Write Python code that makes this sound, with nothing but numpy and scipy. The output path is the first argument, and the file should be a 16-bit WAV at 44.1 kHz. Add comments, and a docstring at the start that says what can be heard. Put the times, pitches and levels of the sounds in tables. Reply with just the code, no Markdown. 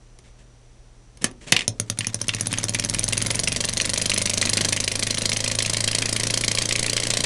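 """Toy solenoid motor and stamp mill.

A tin motor on a wooden board is switched on, nudged, and runs up to about 30 strokes a second.
Each stroke clacks the armature and thumps the board; with speed the slack crank knocks just ahead
of the clack and loose links rattle. A belt drives a stamp mill whose two hammers drop in turn and
bounce. Small quiet room, faint mains hum."""
import sys
import numpy as np
from scipy import signal
from scipy.fft import rfft, irfft
from scipy.io import wavfile

SR = 44100
rng = np.random.default_rng(int(sys.argv[2]) if len(sys.argv) > 2 else 0)


def log_audio(samples):
    """Write samples as a 16-bit WAV file to the path given in sys.argv[1]."""
    # one column per channel
    frames = np.atleast_2d(samples).T
    # limit to full scale, then quantise
    limited = np.clip(frames, -1, 1)
    pcm = np.round(limited * 32767).astype(np.int16)
    wavfile.write(sys.argv[1], SR, pcm)


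N = 319725

# room air spectrum: f/Hz, level/dB
AIR_SPECTRUM = [(12, -35), (20, 2.5), (40, 6.5), (60, 0), (85, -9), (130, -16), (200, -12.5), (464, -17),
                (1190, -25.5), (2730, -29.5), (5960, -31), (9930, -34), (12300, -72), (16000, -102)]
# room decay: f/Hz, t60/s
ROOM_DECAY = [(150, 0.75), (1500, 0.15), (5000, 0.12), (11000, 0.053)]
# wooden board modes: f/Hz, level/dB, t60/s
BOARD_MODES = [(110.6, 3, 0.16), (141, -20.5, 0.23), (162.6, -8, 0.17), (200, -5, 0.094), (239, -9.5, 0.14),
               (292, -23, 0.45), (426, -9.5, 0.051), (557, -4.5, 0.03)]
# short scrapes, then the gritty clatter of the first hammer drop: t/s, length/s, level/dB
GRIT_BURSTS = [(0.233, 0.054, -57), (0.382, 0.028, -55), (1.21, 0.018, -37.5), (1.405, 0.041, -46.5),
               (1.464, 0.033, -36.5), (1.527, 0.12, -45)]
# switch and armature clicks at start-up: t/s, level/dB
START_CLICKS = [(0.188, -38.5), (1.172, -38.5), (1.22, -30), (1.2422, -5), (1.271, -39), (1.312, -39),
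                (1.5212, -4)]
# switch lever in its housing, also colours the grit: f/Hz, level/dB
LEVER_SPECTRUM = [(70, -23), (160, 14), (300, 4.5), (450, 5), (800, -4.5), (1200, -6), (1450, -8),
                  (1800, -0.5), (3000, -1.5), (5000, -7.5), (7500, -5.5), (10200, -12), (11000, -26),
                  (12600, -51)]
# mill hammers: first release/strokes, fall/s, level/dB
MILL_HAMMERS = [(6.597, .036, -10.5), (2.87, .03, -14.5)]
# hammer on anvil: f/Hz, level/dB
HAMMER_SPECTRUM = [(100, -35), (300, -17), (800, -19), (1150, -12), (1450, -13), (1900, 1.5), (2800, 1.5),
                   (3600, -4), (5500, -7.5), (7500, -13), (10200, -16), (11000, -35), (12600, -52)]
# flywheel run-up from the first stroke: t/s, stroke rate/Hz
RUN_UP = [(1.679, 7.471), (1.8, 9.243), (1.95, 11.366), (2.15, 13.886), (2.4, 16.244), (2.7, 18.913),
          (3.0, 21.23), (3.4, 23.295), (3.8, 24.348), (4.2, 25.069), (4.6, 25.889), (5.0, 26.338),
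          (5.5, 27.357), (6.0, 27.999), (6.6, 28.7), (7.25, 29.504)]
# drive strength, common to all motor blows: t/s, level/dB
DRIVE_LEVEL = [(1.68, 1.5), (2.15, -1.5), (2.5, 1.5), (3.4, 1), (3.8, 0), (4.65, 2.5), (4.85, -1.5),
               (5.5, -1.5), (7.2, 0)]
# belt and bearings: f/Hz, level/dB
RUMBLE_SPECTRUM = [(20, 6), (55, -5.5), (75, -19), (130, -16.5), (200, -1.5), (350, -13.5), (600, -9.5),
                   (800, -13.5), (2000, -22.5), (5000, -19.5), (10000, -20), (12000, -60)]
# loose link tick: f/Hz, level/dB
LINK_SPECTRUM = [(70, -33), (150, 11), (300, 8.5), (480, -4), (800, -6.5), (1200, -5.5), (1700, -0.5),
                 (2600, -6.5), (3700, -4), (5500, -10), (7500, -5.5), (10200, -17.5), (11000, -17),
                 (12600, -30)]
# crank in its bearing: f/Hz, level/dB
KNOCK_SPECTRUM = [(100, -78), (500, -14), (800, -32), (1400, -19.5), (2100, -6), (3600, -6.5), (4200, -0.5),
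                  (5200, -1), (6800, -4), (8000, -2), (10300, -21), (11000, -17.5), (11800, -30),
                  (12600, -29)]
# metal frame modes: f/Hz, level/dB, t60/s
FRAME_MODES = [(1984, -4, 0.078), (2130, 1, 0.04), (2940, -45, 0.041), (3195, 5.5, 0.034), (4180, 9, 0.017),
               (4100, 1.5, 0.048), (4800, -36, 0.03), (4698, -2.5, 0.063), (5740, -4, 0.067),
               (8640, 6.5, 0.019), (10100, -1, 0.02)]
# tin base modes: f/Hz, level/dB, t60/s
BASE_MODES = [(334, -27, 0.035), (447, -10, 0.067), (546, -1, 0.086), (586, 0.5, 0.032),
              (629.3, -0.5, 0.069), (1019, -12.5, 0.094), (1119, 0, 0.031)]
# armature on magnet: f/Hz, level/dB
CLACK_SPECTRUM = [(100, -58), (350, -12.5), (900, -13.5), (1500, -13.5), (2800, -10), (4300, -10),
                  (5300, -5.5), (6300, 2), (7400, -14), (8200, -13), (8950, 3), (9600, -1.5), (10300, 2),
                  (11000, -34.5), (11800, -19), (12600, -36)]


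def amp(db):
    """dB to gain."""
    return 10 ** (np.asarray(db) / 20)


def unit_rms(x):
    """x at rms 1."""
    return x / np.sqrt(np.mean(x ** 2) + 1e-20)


def at_hz(table, hz):
    """Table value on a log frequency axis."""
    table_hz, values = np.transpose(table)
    return np.interp(np.log(hz + 1), np.log(table_hz + 1), values)


def at_time(table, times_s):
    """Table value on a linear time axis."""
    return np.interp(times_s, *np.transpose(table))


def coloured(x, spectrum):
    """x through a minimum-phase filter of unit power."""
    size = 8192
    gain = unit_rms(amp(at_hz(spectrum, np.fft.rfftfreq(size, 1 / SR))))
    cepstrum = irfft(np.log(gain))
    cepstrum[1:size // 2] *= 2
    cepstrum[size // 2 + 1:] = 0
    impulse = irfft(np.exp(rfft(cepstrum)))
    return signal.fftconvolve(x, impulse)[:N]


def place(times_s, shapes):
    """Sum of the rows of shapes, one starting at each time."""
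    starts = np.round(np.maximum(times_s, 0) * SR).astype(int)
    index = starts[:, None] + np.arange(shapes.shape[1])
    return np.bincount(index.ravel(), shapes.ravel(), N)[:N]


def contacts(times_s, db, spectrum, rise_s, t60_s, ring_db, ring_t60_s, alike):
    """Blows on densely ringing metal: a crack (power share `alike` repeats) and a weaker diffuse ring."""
    t = np.arange(SR // 8) / SR
    own = rng.standard_normal((len(times_s), len(t)))
    common = rng.standard_normal(len(t))
    crack = amp(-60 * t / t60_s) * (np.sqrt(alike) * common + np.sqrt(1 - alike) * own)
    ring = amp(ring_db - 60 * t / ring_t60_s) * rng.standard_normal(own.shape)
    attack = 1 - np.exp(-t / rise_s)
    return coloured(place(times_s, amp(db)[:, None] * attack * (crack + ring)), spectrum)


def struck(times_s, db, modes, scatter_db):
    """Blows on damped modes; each mode's strength scatters per blow."""
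    t = np.arange(SR // 3) / SR
    hz, mode_db, t60_s = np.transpose(modes)[:, :, None]
    rings = amp(mode_db - 60 * t / t60_s) * np.sin(2 * np.pi * hz * t)
    gains = amp(db[:, None] + scatter_db * rng.standard_normal((len(times_s), len(modes))))
    return place(times_s, gains @ rings)


def background(t):
    """Room air, thin high hiss, mains hum."""
    hiss_hz, hum_hz = 5880, 120
    air = amp(-50) * unit_rms(coloured(rng.standard_normal(N), AIR_SPECTRUM))
    hiss = amp(-70) * unit_rms(signal.lfilter(*signal.iirpeak(hiss_hz, 25, SR), rng.standard_normal(N)))
    hum = amp(-53) * np.sin(2 * np.pi * hum_hz * t)
    return air + hiss + hum


def room(x):
    """Wall reflections: a short diffuse tail, treble dying first."""
    hz, t, noise = signal.stft(rng.standard_normal(SR // 2), SR, nperseg=256)
    decay = amp(-60 * t / at_hz(ROOM_DECAY, hz)[:, None])
    _, tail = signal.istft(noise * decay, SR, nperseg=256)
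    tail = signal.sosfilt(signal.butter(2, 350, 'high', fs=SR, output='sos'), tail)
    delayed = np.pad(tail, (SR // 200, 0)) / np.linalg.norm(tail)
    return signal.fftconvolve(x, delayed)[:N]


def board(times_s, db):
    """Board thumps; too small to radiate deep bass."""
    low_cut = signal.butter(6, 95, 'high', fs=SR, output='sos')
    return signal.sosfilt(low_cut, struck(times_s, db, BOARD_MODES, scatter_db=1.04))


def scrapes_and_clatter(t):
    """Short scrapes, then the gritty clatter of the first hammer drop; each swells, holds, dies away."""
    attack_s, t60_s = .0097, .13
    envelope = np.zeros(N)
    for start_s, length_s, db in GRIT_BURSTS:
        attack = np.clip((t - start_s) / attack_s, 0, 1)
        since_end_s = np.maximum(t - start_s - length_s, 0)
        envelope += attack * amp(db - 60 * since_end_s / t60_s)
    grit = rng.standard_normal(N) * rng.exponential(size=N)
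    return envelope * unit_rms(coloured(grit, LEVER_SPECTRUM))


def start_up(t):
    """The lever clicks; the armature snaps in, and again at the nudge of the wheel."""
    times_s, db = np.transpose(START_CLICKS)
    lever = contacts(times_s + .00085, db - 5, LEVER_SPECTRUM,
                     rise_s=.00021, t60_s=.027, ring_db=-16, ring_t60_s=.11, alike=.1)
    return armature(times_s, db) + lever + board(times_s, db - 27) + scrapes_and_clatter(t)


def bouncing(drops, count):
    """Contact times and levels per drop: each flight shorter, each blow weaker."""
    restitution, loss_db = .63, 5.5
    landing_s, fall_s, db = np.transpose(drops)[:, :, None]
    bounce = np.arange(count)
    flown_s = 2 * fall_s * restitution * (1 - restitution ** bounce) / (1 - restitution)
    return (landing_s + flown_s).ravel(), (db - loss_db * bounce).ravel()


def stamp_mill(t, turns):
    """Cams release the hammers in turn; they hit their anvils, bounce and shake the board."""
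    strokes_per_cam_turn = 7.7763
    drops = [(1.5229, .033, 0)]  # a raised hammer drops at the nudge: t/s, fall/s, level/dB
    for first_stroke, fall_s, hammer_db in MILL_HAMMERS:
        release_turns = np.arange(first_stroke, turns[-1], strokes_per_cam_turn)
        releases_s = t[np.searchsorted(turns, release_turns)]
        drops += [(release_s + fall_s, fall_s, hammer_db) for release_s in releases_s]
    times_s, db = bouncing(drops, count=7)
    db = db + rng.standard_normal(len(db))
    blows = contacts(times_s, db, HAMMER_SPECTRUM,
                     rise_s=.00057, t60_s=.02, ring_db=-19, ring_t60_s=.06, alike=.035)
    return blows + board(times_s, db - 35)


def flywheel(t):
    """Stroke rate and turns made, one stroke a turn."""
    rate_hz = at_time(RUN_UP, t)
    running = t >= RUN_UP[0][0]
    return rate_hz, np.cumsum(rate_hz * running) / SR


def belt_rumble(rate_hz, turns):
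    """Belt and bearing noise, growing with speed squared."""
    envelope = amp(-38.5) * (rate_hz / rate_hz[-1]) ** 2 * (turns > 0)
    return envelope * unit_rms(coloured(rng.standard_normal(N), RUMBLE_SPECTRUM))


def rocking(rate_hz, turns):
    """The off-centre mass rocks the board on its feet, once and twice a turn."""
    resonance_hz, q = 42.7, 4.7
    sway = np.zeros(N)
    for harmonic, db in [(1, -43), (2, -53.5)]:
        ratio = harmonic * rate_hz / resonance_hz
        response = ratio ** 2 / np.hypot(1 - ratio ** 2, ratio / q)
        sway += amp(db) * response * np.sin(2 * np.pi * harmonic * turns)
    return np.sqrt(2) * sway


def loose_db(rate_hz, onset_hz, steepness):
    """Level of a part that works loose with speed: -6 dB at onset, 0 dB far above."""
    return -20 * np.log10(1 + (onset_hz / rate_hz) ** steepness)


def links(t, rate_hz, turns):
    """Loose links tick at random once speed shakes them free."""
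    ticks_per_turn, spread_db = 10, 4.5
    at = np.searchsorted(turns, rng.uniform(0, turns[-1], ticks_per_turn * int(turns[-1])))
    db = at_time(DRIVE_LEVEL, t[at]) - 31.5 + loose_db(rate_hz[at], onset_hz=10.9, steepness=11)
    db += spread_db * rng.standard_normal(len(at))
    return contacts(t[at], db, LINK_SPECTRUM,
                    rise_s=.0014, t60_s=.017, ring_db=-10, ring_t60_s=.03, alike=.079)


def crank(times_s, db):
    """The slack crank knocks in its bearing, rebounds, and rings frame and tin base."""
    rebound_s = times_s + .000999 + .0017 * rng.random(len(times_s))
    rebound_db = db + 1 - 10 * rng.random(len(times_s))
    knocks = contacts(np.r_[times_s, rebound_s], np.r_[db, rebound_db], KNOCK_SPECTRUM,
                      rise_s=.0004, t60_s=.015, ring_db=-19, ring_t60_s=.08, alike=.06)
    frame = struck(times_s, db - 19.5, FRAME_MODES, scatter_db=4)
    base = struck(times_s, db - 21, BASE_MODES, scatter_db=.7)
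    return knocks + frame + base


def armature(times_s, db):
    """The iron armature slaps the magnet."""
    return contacts(times_s, db, CLACK_SPECTRUM,
                    rise_s=.00015, t60_s=.012, ring_db=-24, ring_t60_s=.03, alike=.18)


def motor(t, rate_hz, turns):
    """Per stroke: crank knock, then clack and thump; force follows drive and speed."""
    cruise_hz = 24.1
    slack_s, tight_hz = .0243, 31.8  # knock's lead at rest; rate at which it would vanish
    clack_spread_db, knock_spread_db = .6, 1.8  # the magnet pulls evenly, the loose crank does not
    at = np.searchsorted(turns, np.arange(np.ceil(turns[-1])), side='right')
    strokes_s, stroke_hz = t[at], rate_hz[at]
    drive_db = at_time(DRIVE_LEVEL, strokes_s)
    octaves = np.log2(stroke_hz / cruise_hz)
    clack_db = drive_db - 12.5 - 3.5 * octaves  # less time to pull at speed
    thump_db = drive_db - 28.5 - 2.5 * octaves
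    knock_db = drive_db - 11 + loose_db(stroke_hz, onset_hz=22.16, steepness=6.2)
    clack_jitter, lead_jitter, knock_jitter = rng.standard_normal((3, len(at)))
    lead_s = slack_s * (1 - stroke_hz / tight_hz) * (1 + .08 * lead_jitter)
    clacks = armature(strokes_s, clack_db + clack_spread_db * clack_jitter)
    knocks = crank(strokes_s - lead_s, knock_db + knock_spread_db * knock_jitter)
    rumble = belt_rumble(rate_hz, turns)
    thumps = board(strokes_s, thump_db)
    return clacks + thumps + knocks + links(t, rate_hz, turns) + rocking(rate_hz, turns) + rumble


def scene():
    """The toy, close up in its room; mono."""
    t = np.arange(N) / SR
    rate_hz, turns = flywheel(t)
    toy = motor(t, rate_hz, turns) + stamp_mill(t, turns) + start_up(t)
    return (toy + amp(-13.5) * room(toy) + background(t))[None]


def record(dry):
    """Soft peak limit, then a steep low-pass."""
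    ceiling, top_hz = .7, 12462
    rounded = dry / (1 + np.abs(dry / ceiling) ** 4) ** (1 / 4)
    return signal.sosfilt(signal.cheby1(12, .1, top_hz, fs=SR, output='sos'), rounded)


dry = scene()
out = record(dry)
log_audio(out)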